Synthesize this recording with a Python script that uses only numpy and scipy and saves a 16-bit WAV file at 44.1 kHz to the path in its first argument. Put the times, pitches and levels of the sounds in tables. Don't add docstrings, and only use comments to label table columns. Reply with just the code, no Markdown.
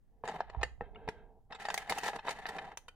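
import sys
import numpy as np
from scipy import signal
from scipy.fft import rfft, irfft
from scipy.io import wavfile

SR = 44100
rng = np.random.default_rng(int(sys.argv[2]) if len(sys.argv) > 2 else 0)


def transcribe(u):
    v = np.clip(np.atleast_2d(u).T, -1, 1)
    q = np.round(v * 32767).astype(np.int16)
    wavfile.write(sys.argv[1], SR, q)


N = 130095

# (frequency [Hz], relative level [dB])
AIR_SPECTRUM = [(30, 9.5), (700, -22.5), (2000, -43), (16000, -45.5)]
# (time [s], level [dB])
RUMBLE_LEVELS = [(0, -73), (.6, -48), (1.23, -54), (1.35, -64.5), (2.65, -59), (2.95, -83)]
# (time [s], floor level [dB], wall level [dB])
RUB_LEVELS = [(.04, -106, -115), (.14, -75.5, -108), (.79, -93.5, -100), (.84, -58, -63.5),
              (.93, -62.5, -83), (.97, -55, -69), (1.2, -61, -68), (1.39, -67.5, -101.5),
              (1.43, -88.5, -108)]
# (time [s], tray level [dB], wall level [dB])
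SCRAPE_LEVELS = [(.228, -103, -94), (.247, -46, -52.5), (.39, -45.5, -57), (.44, -65, -67.5),
                 (.6, -53, -67.5), (.74, -78, -91.5), (1.485, -83, -105), (1.51, -49, -58.5),
                 (1.58, -64, -72), (1.6, -53, -50.5), (1.885, -52.5, -55), (1.905, -37.5, -45.5),
                 (1.955, -50.5, -47), (1.977, -37, -45.5), (2.005, -56, -51), (2.075, -40.5, -41.5),
                 (2.115, -51.5, -52.5), (2.16, -40.5, -50), (2.228, -72, -68), (2.25, -46, -54),
                 (2.31, -48.5, -45), (2.345, -49, -54), (2.435, -56, -56), (2.57, -45.5, -53.5),
                 (2.73, -53, -59.5), (2.77, -78, -86)]
# (time [s], chatter [ms], tray knock [dB], wall clack [dB], stone tick [dB])
STONE_CONTACTS = [(0.2375, 2.3, -39, -64, -80), (0.2762, 1.2, -41, -44.5, -51.5),
                  (0.2838, 3.5, -38, -46, -50), (0.4051, 1.04, -31, -40.5, -60.5),
                  (0.4992, 0.85, -49.5, -53.5, -62.5), (0.5479, 0.31, -43, -62.5, -87),
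                  (0.6117, 4, -42, -52, -59.5), (0.631, 1.28, -33.5, -31, -41.5),
                  (0.8087, 0.37, -40, -46.5, -99), (1.0782, 0.33, -40, -50.5, -65),
                  (1.0875, 0.93, -41.5, -40.5, -49.5), (1.5213, 3.85, -46.5, -46.5, -59.5),
                  (1.545, 5.2, -49.5, -50, -59.5), (1.6523, 2.6, -39, -41.5, -48.5),
                  (1.6852, 1.56, -36, -39.5, -48.5), (1.7017, 1.7, -38.5, -39, -46),
                  (1.7422, 0.74, -38.5, -39, -38), (1.7769, 0.65, -42.5, -34.5, -40.5),
                  (1.8954, 3.8, -45, -40.5, -37), (1.9226, 0.77, -32.5, -39, -45),
                  (1.9837, 1.9, -43, -43, -44), (2.033, 1.5, -39, -50, -49),
                  (2.0449, 2.2, -50.5, -45, -55.5), (2.0634, 1.1, -38.5, -48, -55),
                  (2.0759, 4.1, -45, -36.5, -46.5), (2.0861, 1.74, -36, -43.5, -64),
                  (2.1324, 1.1, -43.5, -47.5, -66), (2.1872, 4, -43, -47.5, -59),
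                  (2.275, 1.8, -41.5, -41.5, -79), (2.2828, 1, -34.5, -38.5, -70),
                  (2.2905, 2.3, -39.5, -40.5, -45.5), (2.4555, 0.37, -42.5, -39.5, -67.5),
                  (2.4654, 0.17, -47, -45.5, -52), (2.485, 4.8, -47, -41.5, -51),
                  (2.5844, 2.6, -48, -40.5, -60), (2.773, 0.33, -50, -50, -45.5),
                  (2.882, 2, -55.5, -54.5, -58.5)]
# (time [s], level [dB])
FINGER_THUMPS = [(0.24, -47.5), (0.81, -41), (0.8204, -43), (1.076, -45), (1.0872, -37), (1.912, -42)]
# (time [s], pitch [Hz], level [dB])
CHIP_TAPS = [(0.948, 2144, -62.5), (.958, 1355, -54), (1.8957, 2124, -35.5), (2.885, 1476, -50)]
# (frequency [Hz], relative level [dB], T60 [s])
FLOOR_MODES = [(181.7, -0.5, 0.019), (297, -1.5, 0.021), (473.3, 4, 0.044)]
# (frequency [Hz], relative level [dB], T60 [s])
TRAY_MODES = [(518, -5.5, 0.058), (696, 4.5, 0.023), (868.6, 15, 0.021), (870, -14.5, 0.072)]
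# (frequency [Hz], relative level [dB], T60 [s])
WALL_MODES = [(1383, -12.5, 0.06), (1732, 5.5, 0.024), (1991, 7.5, 0.017), (2598, -2.5, 0.014),
              (3025, -5, 0.028), (3660, -2, 0.0054)]
# (frequency [Hz], relative level [dB], T60 [s])
STONE_MODES = [(4516, 3, 0.036), (6620, 7.5, 0.016), (9600, 1, 0.0036), (13200, 0.5, 0.0058)]

PLASTIC_DETUNE, STONE_DETUNE = .04, .09
WALL_WIDTH_RAD, STONE_WIDTH_RAD = .44, .98
RING_SAMPLES = 4096


def amp(db):
    return 10 ** (np.asarray(db) / 20)


def unit(x):
    return x / np.sqrt(np.mean(x ** 2) + 1e-20)


def filt(x, hz, kind, order=2):
    sos = signal.butter(order, np.minimum(hz, SR / 2 - 100), kind, fs=SR, output="sos")
    return signal.sosfilt(sos, x)


def curve(table, column=1):
    rows = np.array(table, float)
    return amp(np.interp(np.arange(N) / SR, rows[:, 0], rows[:, column]))


def place(events):
    track = np.zeros((2, N + RING_SAMPLES))
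    for start, sound in events:
        i = int(start * SR)
        track[:, i:i + RING_SAMPLES] += sound * np.sqrt(.01 * SR / RING_SAMPLES)
    return track[:, :N]


def ring(modes, detune=PLASTIC_DETUNE, width_rad=0.):
    hz, db, t60 = np.array(modes, float).T[:, :, None]
    t = np.arange(RING_SAMPLES) / SR
    level_draw, pitch_draw, *phase_draws = rng.standard_normal((4, len(hz), 1))
    fade = amp(db + 3.5 * level_draw) * amp(-60 * t / t60)
    phase = 2 * np.pi * hz * (1 + detune * pitch_draw) * t
    return np.array([(fade * np.sin(phase + width_rad * draw)).sum(0) for draw in phase_draws])


def excite(force, response):
    return signal.fftconvolve(force[None], response, axes=1)[:, :len(force)]


def resonances(force, crack_db=6.5, crack_s=.003):
    floor = filt(excite(force, ring(FLOOR_MODES)), [165, 650], "bandpass")
    tray = filt(excite(force, ring(TRAY_MODES)), [330, 1800], "bandpass")
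    wall = filt(excite(force, ring(WALL_MODES, width_rad=WALL_WIDTH_RAD)), [1150, 4300], "bandpass", 5)
    stone = ring(STONE_MODES, STONE_DETUNE, STONE_WIDTH_RAD)
    crack = filt(rng.standard_normal(stone.shape), 4200, "lowpass", order=1)
    crack *= np.exp(-np.arange(RING_SAMPLES) / SR / crack_s)
    tick = filt(excite(force, unit(stone) + amp(crack_db) * unit(crack)), 2100, "highpass")
    return floor, tray, wall, tick


def grains(size, per_s=3000, spread_db=9, limit=2.4):
    strengths = rng.standard_normal(size) * amp(spread_db * rng.exponential(size=size))
    return (rng.random(size) < per_s / SR) * limit * np.tanh(strengths / limit)


def room_air(level_db=-65):
    hz, db = np.array(AIR_SPECTRUM, float).T
    bin_hz = np.arange(N // 2 + 1) * SR / N
    gain = amp(np.interp(np.log(bin_hz + 1), np.log(hz), db))
    noise = rng.standard_normal((2, N)) + rng.standard_normal(N)
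    return amp(level_db) * unit(irfft(rfft(noise) * gain, N))


def handling(bump_at_s=.566, bump_hz=59.8, hold_s=.025, decay_s=.046, left_db=-9.5):
    rumble = unit(filt(rng.standard_normal((2, N)), [23.1, 61], "bandpass"))
    age = np.maximum(np.arange(N) / SR - bump_at_s, 0)
    swell = np.minimum(age * bump_hz * 2, 1) * np.exp(-np.maximum(age - hold_s, 0) / decay_s)
    bump = amp(-29) * swell * np.sin(2 * np.pi * bump_hz * age + rumble / 2)
    return (rumble * curve(RUMBLE_LEVELS) + bump) * amp([[left_db], [0]])


def finger_rubbing():
    floor, tray, wall, _ = resonances(rng.standard_normal(N))
    murmur = unit(filt(unit(floor) + unit(tray), 786, "lowpass", order=6))
    hollow = unit(filt(wall, 2150, "lowpass"))
    return murmur * curve(RUB_LEVELS) + hollow * curve(RUB_LEVELS, column=2)


def stone_scraping(spots=6, grains_per_s=2600, judder_hz=149.4, judder_db=3, grit_growth=1.93):
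    wander = np.interp(np.arange(N) / SR * judder_hz, np.arange(2048), rng.standard_normal(2048))
    judder = amp(judder_db * wander)
    scrapes = [resonances(grains(N, grains_per_s / spots, spread_db=5.5) * judder) for _ in range(spots)]
    floor, tray, wall, grit = (unit(sum(layer)) for layer in zip(*scrapes))
    grit = filt(unit(grit * np.sqrt(judder)), 11100, "lowpass")
    wall_gain = curve(SCRAPE_LEVELS, column=2)
    grit_gain = amp(-56.5) * (wall_gain / amp(-49)) ** grit_growth
    return (tray + amp(-5.5) * floor) * curve(SCRAPE_LEVELS) + wall * wall_gain + grit * grit_gain


def contact_force(chatter_ms, slip_ms=3.44, settle_s=.01):
    t = np.arange(RING_SAMPLES) / SR
    age = t * 1000 / chatter_ms
    slip = 1 - np.exp(-(chatter_ms / slip_ms) ** 2)
    force = .57 * grains(RING_SAMPLES) * (1 - slip + 2 * slip * age) * np.exp(-age)
    force += .065 * grains(RING_SAMPLES) * np.exp(-t / settle_s)
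    force[0] += 1 - slip
    return force


def stone_contacts(top_hz=17900):
    for start, chatter_ms, knock_db, clack_db, tick_db in STONE_CONTACTS:
        floor, tray, wall, stone = resonances(contact_force(chatter_ms))
        hardness_db = tick_db - knock_db
        knock = unit(tray) + amp(-19) * unit(floor)
        clack = unit(filt(wall, top_hz * amp(.27 * hardness_db), "lowpass"))
        tick = unit(filt(stone, max(4960, top_hz * amp(.74 * hardness_db)), "lowpass", order=3))
        yield start, amp(knock_db) * knock + amp(clack_db) * clack + amp(tick_db) * tick


def finger_thumps():
    for start, db in FINGER_THUMPS:
        yield start, amp(db) * unit(ring(FLOOR_MODES))


def chip_taps(ratios=(1, 1.65, 2.1), t60_s=.035):
    for start, hz, db in CHIP_TAPS:
        chip = ring([(hz * ratio, 0, t60_s) for ratio in ratios], detune=0, width_rad=WALL_WIDTH_RAD)
        yield start, amp(db) * unit(filt(chip, 2900, "lowpass", order=6))


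def reflections(direct, t60_s, build_s=.0017, split_hz=1488, size=16384):
    t = np.arange(size) / SR
    noise = rng.standard_normal((3, size))
    tail = filt(noise[0], split_hz, "lowpass", order=3) + filt(noise[1:], split_hz, "highpass", order=3)
    tail = filt(tail, 324, "highpass", order=1)
    tail *= amp(-60 * t / t60_s) * (1 - np.exp(-t / build_s))
    return signal.fftconvolve(direct, unit(tail) / np.sqrt(size), axes=1)[:, :N]


def scene():
    close = place([*stone_contacts(), *finger_thumps(), *chip_taps()])
    close += stone_scraping() + finger_rubbing()
    close[0] = np.pad(close[0], (2, 0))[:N]
    early = amp(-5.5) * reflections(close, t60_s=.018)
    room = amp(-15) * reflections(close, t60_s=.26)
    return close + early + room + handling() + room_air()


def record(dry):
    return signal.sosfilt(signal.ellip(8, .2, 80, 15900, fs=SR, output="sos"), dry)


dry = scene()
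out = record(dry)
transcribe(out)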